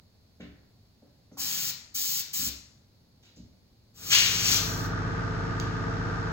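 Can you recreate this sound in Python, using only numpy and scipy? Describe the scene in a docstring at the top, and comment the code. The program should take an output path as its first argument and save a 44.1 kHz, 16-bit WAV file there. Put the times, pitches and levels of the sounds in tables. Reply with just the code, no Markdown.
"""An airbrush blows a small model part dry on a workbench, close to a stereo microphone in a small room.
Its jet is shaped noise: three short test puffs, then a long blast that rushes over the part in two sweeps.
Soft bumps ring bench modes and scuffs are grainy noise, as fingers pick the part off a paper towel.
A piston compressor (shaft and hum lines, cyclic clatter, rumble) is faded in during the blast and chugs on.
The plastic part clicks once, a decaying noise burst; a low ambience runs throughout."""
import sys
import numpy as np
from scipy import signal
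from scipy.fft import rfft, irfft
from scipy.io import wavfile

SR = 44100
rng = np.random.default_rng(int(sys.argv[2]) if len(sys.argv) > 2 else 0)


def to_wav(s):
    """Save 16-bit WAV."""
    ch = np.atleast_2d(s).T  # columns
    pcm = np.round(np.clip(ch, -1, 1) * 32767)  # PCM
    wavfile.write(sys.argv[1], SR, pcm.astype(np.int16))


N = 278712
TIME, FREQ = np.arange(N) / SR, np.fft.rfftfreq(N, 1 / SR)
SHAFT_HZ, HUM_HZ = 23.175, 100

# bare nozzle spectrum: freq_hz, relative_db
JET_SPECTRUM = [(60, -22), (140, -5.5), (260, -10), (450, -17.5), (800, -18), (1400, -10.5), (2800, -5.5),
                (4000, -5.5), (5600, 1.5), (7200, 1), (9000, -11), (10400, -13.5), (11800, -8),
                (14000, -1.5), (15500, -0.5)]
# left-right likeness of diffuse sound: freq_hz, correlation
LIKENESS = [(40, 1), (130, .94), (290, .72), (640, .3), (1400, .1), (4500, .1), (5800, .5), (8000, .5),
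            (9300, .9), (12300, .5), (13600, .9), (15500, .6)]


def amp(db):
    """Decibels to gain."""
    return 10 ** (np.asarray(db) / 20)


def unit(x):
    """Scales to rms 1."""
    return x / np.sqrt(np.mean(x ** 2) + 1e-20)


def read(points, hz=FREQ):
    """Interpolates a table on a log-frequency axis."""
    f, value = np.transpose(points)
    return np.interp(np.log(hz + 1), np.log(f + 1), value)


def ramp(start_s, length_s):
    """Rises evenly from 0 to 1, then holds."""
    return np.clip((TIME - start_s) / length_s, 0, 1)


def resonance(hz, centre_hz, width_hz):
    """Resonance curve over frequency, 1 at its centre."""
    return 1 / (1 + (2 * (hz - centre_hz) / width_hz) ** 2)


def colour(x, db):
    """Filters by a gain in dB for each frequency."""
    return irfft(rfft(x) * amp(db), N)


def pan(db):
    """Left and right gains for a left-minus-right level."""
    return amp(np.array([np.atleast_1d(db), -np.atleast_1d(db)]) / 2)


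def noise(db):
    """Noise of rms 1 with the given spectrum."""
    return unit(colour(rng.standard_normal(N), db))


def drift(hz):
    """Random motion of rms 1, lowpassed near hz."""
    return unit(irfft(rfft(rng.standard_normal(N)) / (1 + (FREQ / hz) ** 4), N))


def diffuse(pair):
    """Mixes two unrelated signals to the likeness of diffuse sound at two close microphones."""
    a, b = rfft(pair)
    alike = np.clip(read(LIKENESS), -1, 1)
    mid = a * np.sqrt((1 + alike) / 2)
    side = b * np.sqrt((1 - alike) / 2)
    return irfft(np.array([mid + side, mid - side]), N)


def room(x):
    """The room's tail: dense reflections whose decay time depends on frequency."""
    # decay time: freq_hz, t60_s
    decay = [(150, 0.47), (1000, 0.86), (3000, 0.5), (6000, 0.56), (10000, 0.45), (15000, 0.23)]
    # tail spectrum: freq_hz, relative_db
    tail_spectrum = [(200, 3), (1500, 1), (4000, 3), (6500, -5), (10000, -9.5), (15000, -3.5)]
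    hz, t, z = signal.stft(rng.standard_normal((2, N)), SR, nperseg=256)
    t60_s = read(decay, hz)[:, None]
    decaying = z * amp(-60 * t / t60_s) / np.sqrt(t60_s)
    tail = signal.istft(decaying, SR, nperseg=256)[1][:, :N]
    tail = colour(tail / np.linalg.norm(tail[0]), read(tail_spectrum))
    onset = np.clip(TIME[:SR] / 0.0009, 0, 1) ** 2
    tail = diffuse(tail)[:, :SR] * onset
    return signal.fftconvolve(x[None], tail, axes=1)[:, :N]


def ambience(level_db=-61):
    """Low room rumble and faint microphone hiss as diffuse noise."""
    # background spectrum: freq_hz, relative_db
    spectrum = [(25, -19), (53, -9), (107, -2), (150, -10), (220, -10.5), (330, -19), (640, -23),
                (1200, -32), (3200, -34.5), (4400, -24), (5600, -33), (8500, -43), (15800, -38.5)]
    pair = diffuse(rng.standard_normal((2, N)))
    return amp(level_db) * unit(colour(pair, read(spectrum)))


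def bumps(level_db=1, attack_s=0.0068, room_db=-1, blow_hz=216, fall_db_per_octave=7):
    """Soft blows ring decaying bench modes, strongest around blow_hz; hardness tilts them upward."""
    # blows on the bench: start_s, relative_db, hardness_db_per_octave
    blows = [(.399, -40, 6.5), (.424, -39.5, 2), (0.481, -52, -8), (1.023, -53.5, 10.5), (1.316, -45.5, 6),
             (1.368, -46, 1), (2.392, -40.5, -2), (2.422, -40.5, -4), (2.467, -38, -3), (3.369, -44.5, 1.5),
             (3.394, -43, -4.5), (3.445, -53, -8)]
    # bench modes: freq_hz, relative_db, t60_s
    modes = [(66, -6, 0.46), (90, 2, 0.042), (124, 1, 0.074), (188.5, -4, 0.13), (233.4, -2.5, 0.086),
             (284, -5, 0.14), (408, -8, 0.097), (523.5, -3, 0.053), (590, -3.5, 0.043), (620, -12.5, 0.071),
             (778, -12, 0.033)]
    out = np.zeros(N)
    t = TIME[:SR // 2]
    hz, mode_db, t60_s = np.transpose(modes)[:, :, None]
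    octaves = np.log2(np.clip(hz, 100, 480) / blow_hz)
    mode_signs = rng.choice([-1, 1], (len(blows), len(modes), 1))
    for (start_s, db, hardness), signs in zip(blows, mode_signs):
        blow_db = db + hardness * octaves - fall_db_per_octave * abs(octaves)
        decay = amp(mode_db + blow_db - 60 * t / t60_s)
        ring = (signs * decay * np.sin(2 * np.pi * hz * t)).sum(axis=0)
        out[round(start_s * SR):][:len(t)] += ring * np.minimum(t / attack_s, 1)
    return amp(level_db) * (out + amp(room_db) * room(out))


def scuffs(grain_db=3, direct_db=-5, room_db=0):
    """Light slides of hand, trigger and paper: grainy noise that starts quickly and eases off."""
    # slides: start_s, length_s, relative_db, centre_hz, width_octaves
    slides = [(0.4, 0.059, -51, 2040, 0.6), (1.019, 0.025, -64.5, 780, 0.31),
              (1.32, 0.073, -63, 6000, 0.12), (1.314, 0.0081, -55.5, 900, 0.35),
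              (1.369, 0.018, -43.5, 980, 0.16), (2.38, 0.027, -58, 1500, 0.11), (3.225, 0.1, -58, 4330, 1),
              (3.356, 0.067, -58, 5750, 0.41), (5.599, 0.1, -51, 4200, 0.7)]
    # soft surfaces dull every slide: freq_hz, gain_db
    paper = [(300, 10), (1000, 1.5), (7300, -0.5), (9000, -24), (15000, -6)]
    out = np.zeros(N)
    for start_s, length_s, db, centre_hz, width in slides:
        stroke = np.interp(TIME, [start_s, start_s + 0.095 * length_s, start_s + length_s], [0, 1, 0])
        offset = np.log2((FREQ + 1) / centre_hz) / width
        band_db = -20 * np.log10(1 + .5 * offset ** 2)
        out += amp(db) * stroke * noise(band_db + read(paper))
    out *= amp(grain_db * drift(200))
    return amp(direct_db) * out + amp(room_db) * room(out)


def puffs(shutting_s=0.025):
    """The trigger opens the valve for a moment; each puff has its own level, opening time and brightness."""
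    # test puffs into free air: opens_s, shuts_s, level_db, opening_s, tilt_db_per_octave
    valve_moves = [(1.37, 1.713, -29, 0.036, 1.25), (1.941, 2.215, -26.5, 0.015, 3),
                   (2.329, 2.489, -26.5, 0.0093, 2.66)]
    out = np.zeros(N)
    octaves = np.log2(np.maximum(FREQ, 1500) / 6000)
    for opens_s, shuts_s, db, opening_s, tilt in valve_moves:
        closing = np.clip((shuts_s - TIME) / shutting_s + .5, 0, 1)
        valve = ramp(opens_s, opening_s) * closing
        out += amp(db) * valve * noise(read(JET_SPECTRUM) + tilt * octaves)
    return out


def blast(hiss_db=8, rush_db=0.5, roar_db=2, graze_db=-2, whistle_db=0.5, whistle_flutter_db=2, flutter_db=0.67):
    """Turbulence at the part's edges and hollows joins the nozzle hiss, peaking as each sweep comes closest."""
    # air let through by the trigger: time_s, relative_db
    trigger = [(3.95, -63.5), (4.078, -41.5), (4.136, -35), (4.346, -44), (4.402, -44), (4.536, -33),
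               (4.638, -44.5), (4.86, -55), (4.92, -79)]
    # jet across the part: closest_s, edges_db, hollows_db, approach_db_per_s, retreat_db_per_s
    sweeps = [(4.132, -21.5, -22.5, 44, 97), (4.519, -27.5, -34, 39, 128)]
    # rush over the edges: freq_hz, relative_db
    rush_spectrum = [(2000, -35), (3700, -17), (4300, 4), (4900, 2.5), (5800, 14), (6400, 11.5),
                     (7100, 8.5), (7800, 5), (9000, -31), (10500, -6)]
    # roar in the hollows: freq_hz, relative_db
    roar_spectrum = [(200, -37), (650, -24), (1100, -9), (1700, -1.5), (2300, 3.5), (2900, 6), (3450, 4),
                     (3750, -1.5), (4200, 0.5), (5200, 1), (8000, -28)]
    # faint whistle of the grazing jet: freq_hz, width_hz, relative_db
    whistle_modes = [(3420, 160, -7), (4130, 73, -2), (5860, 210, 2.5), (6300, 170, -16)]
    opens_s, shuts_s, travel_s = 3.937, 4.93, .024
    enters_s, entering_s = 4.099, .032  # the part moves into the jet

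    flow = amp(np.interp(TIME, *np.transpose(trigger)))
    valve = ramp(opens_s, travel_s) * (1 - ramp(shuts_s - travel_s, travel_s))
    rush, roar = amp(graze_db) * flow, np.zeros(N)
    for closest_s, edges_db, hollows_db, approach, retreat in sweeps:
        away_db = np.maximum(approach * (closest_s - TIME), retreat * (TIME - closest_s))
        rush = np.hypot(rush, amp(edges_db - away_db))
        roar = np.hypot(roar, amp(hollows_db - away_db))

    whistle_gain = sum(amp(db) * resonance(FREQ, hz, width) for hz, width, db in whistle_modes)
    whistle = noise(20 * np.log10(whistle_gain))
    part = amp(rush_db) * rush * noise(read(rush_spectrum))
    part += amp(roar_db) * roar * noise(read(roar_spectrum))
    part += amp(whistle_db + whistle_flutter_db * drift(25)) * flow * whistle
    hiss = amp(hiss_db) * flow * noise(read(JET_SPECTRUM))
    air = hiss + ramp(enters_s, entering_s) * part
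    return valve * air * amp(flutter_db * drift(67))


def airbrush(room_db=-1):
    """The jet sounds a little to the left and fills the room."""
    # jet at the two microphones: freq_hz, left_minus_right_db
    balance = [(200, -1), (1000, 3), (3000, 3.5), (4400, 14), (5500, 5.5), (6800, -0.5), (15000, 1)]
    air = puffs() + blast()
    pair = air + amp(room_db) * room(air)
    return irfft(rfft(pair) * pan(read(balance)), N)


def drone_lines(harmonic_db=-43.5, fall_db_per_octave=-3, sideband_db=-56):
    """Weak shaft harmonics and sidebands of the hum and its octave; the listed lines replace or join them."""
    # strong lines: shaft_multiple, hum_multiple (frequencies add), level_db, left_minus_right_db
    strong = [(2, 0, -42, 1), (5, 0, -40, -3), (10, 0, -51, 6), (11, 0, -49, -2), (12, 0, -48, 5),
              (19, 0, -49, -9), (20, 0, -52, 14), (28, 0, -55, 4), (29, 0, -57, 0), (0, 1, -37, -2),
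              (1, 1, -47, -4), (2, 1, -45, 0), (3, 1, -40, 3)]
    lines = {(order, 0): (harmonic_db + fall_db_per_octave * np.log2(order), 0) for order in range(2, 16)}
    lines.update({(order, hum): (sideband_db, 0) for hum in (1, 2) for order in range(-2, 4)})
    lines.update({(order, hum): (db, side_db) for order, hum, db, side_db in strong})
    return [place + level for place, level in lines.items()]


def drone(turns, waver_db=0.116):
    """Shaft harmonics, and their sidebands around the motor's hum, beat into a throb."""
    out, lines = np.zeros((2, N)), drone_lines()
    chances = rng.standard_normal((len(lines), 2))
    for (order, hum, db, side_db), chance in zip(lines, chances):
        line_hz = order * SHAFT_HZ + hum * HUM_HZ
        # the phase gap between the ears follows the likeness
        apart = np.arccos(np.clip(read(LIKENESS, line_hz), -1, 1))
        ear_phase = np.sign(chance[1]) * apart * np.array([[.5], [-.5]])
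        phase = 2 * np.pi * (order * turns + hum * HUM_HZ * TIME) + chance[0]
        size = amp(db + waver_db * order * drift(12.0))  # high harmonics waver most
        out += size * pan(side_db) * np.sqrt(2) * np.cos(phase + ear_phase)
    return out


def clatter(turns, level_db=-36, stroke=0.014, valves=0.13, buzz=.16, rattle_hz=750, play_turns=.0022):
    """The same rattle returns at every turn, shaken by the hum and mixed with fresh valve noise."""
    # piston and valve clatter: freq_hz, relative_db
    casing = [(100, -28), (200, -18), (280, -9.5), (400, -6.5), (500, -14.5), (600, -23.5), (800, -15.5),
              (1050, -18), (1260, -13), (1700, -15.5), (2300, -26.5), (3200, -31), (5500, -31.5),
              (7700, -44), (11000, -67)]
    # pump head resonances: freq_hz, width_hz, lift_db
    head = [(396, 39, -4.5), (696, 73, 1.5), (970, 106, 4.5), (1042, 60, -9), (1144, 47, 6), (1226, 40, 9),
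            (1390, 47, 6), (1564, 104, 9.5), (1600, 40, -11.5), (1777, 100, 1.5)]
    size = round(SR / SHAFT_HZ)
    place = turns + play_turns * drift(17)  # bearing play: strokes come a little early or late
    cycle = rng.standard_normal((2, size))[:, (place * size).astype(int) % size]
    rattle = colour(cycle, read([(rattle_hz / 2, -25), (rattle_hz, 0)]))  # small parts: little bass
    shake = buzz * cycle * np.cos(2 * np.pi * HUM_HZ * TIME)  # motor torque pulses with the hum
    angle = 2 * np.pi * turns
    load = 1 + stroke * np.cos(2 * angle) + valves * np.cos(3 * angle)
    head_db = sum(db * resonance(FREQ, hz, width) for hz, width, db in head)
    drive = diffuse(load * (rattle + shake + rng.standard_normal((2, N))))
    return amp(level_db) * unit(colour(drive, read(casing) + head_db))


def compressor(wander=.0012, rumble_db=-46):
    """A piston pump on an induction motor, its speed nearly constant, is faded in with its rumble, then stays level."""
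    fade_starts_s, fade_lasts_s, fade_curve = 3.943, 0.98, 1.01
    turns = np.cumsum(SHAFT_HZ * (1 + wander * drift(3))) / SR
    rumble_spectrum = [(20, -25), (55, -2), (130, -2.5), (300, -19), (600, -8.5), (2000, -86)]
    rumble = unit(colour(diffuse(rng.standard_normal((2, N))), read(rumble_spectrum)))
    machine = drone(turns) + clatter(turns) + amp(rumble_db) * rumble
    return machine * ramp(fade_starts_s, fade_lasts_s) ** fade_curve


def click(start_s=5.5992, level_db=-27.5, decay_s=0.0021, room_db=0):
    """A fingernail snaps off the plastic edge: a decaying noise burst that differs between the two sides."""
    # thin plastic: freq_hz, relative_db
    plastic = [(800, -18), (2000, -2), (4000, -3), (6200, 0), (7500, -5), (9000, -22), (12500, -20),
               (15500, -20)]
    age_s = np.maximum(TIME - start_s, 0)
    crack = diffuse(np.array([noise(read(plastic)), noise(read(plastic))]))
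    snap = amp(level_db) * crack * (age_s > 0) * np.exp(-age_s / decay_s)
    return snap + amp(room_db) * room(snap[0])


def scene():
    """All sources at the microphone pair."""
    return airbrush() + compressor() + bumps() + scuffs() + click() + ambience()


def record(dry, edge_hz=15900):
    """The recorder's stereo processing turns the treble out of step between left and right; then the band
    limit."""
    # recorder's stereo phase: freq_hz, left_lead_rad
    lead = [(100, 0), (1100, .3), (2500, 2.6), (4000, 3.4), (5200, 3.0), (6200, 1.2), (7200, -.1),
            (8000, -1.6), (9300, -3.14), (11400, -6.1), (13600, -9.42), (15600, -12.4)]
    turn = np.exp(1j * np.outer([1, -1], read(lead)) / 2)
    pair = irfft(rfft(dry) * turn, N)
    lowpass = signal.firwin(511, edge_hz, window=("kaiser", 9), fs=SR)
    return signal.oaconvolve(pair, lowpass[None], "same")


dry = scene()
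out = record(dry)
to_wav(out)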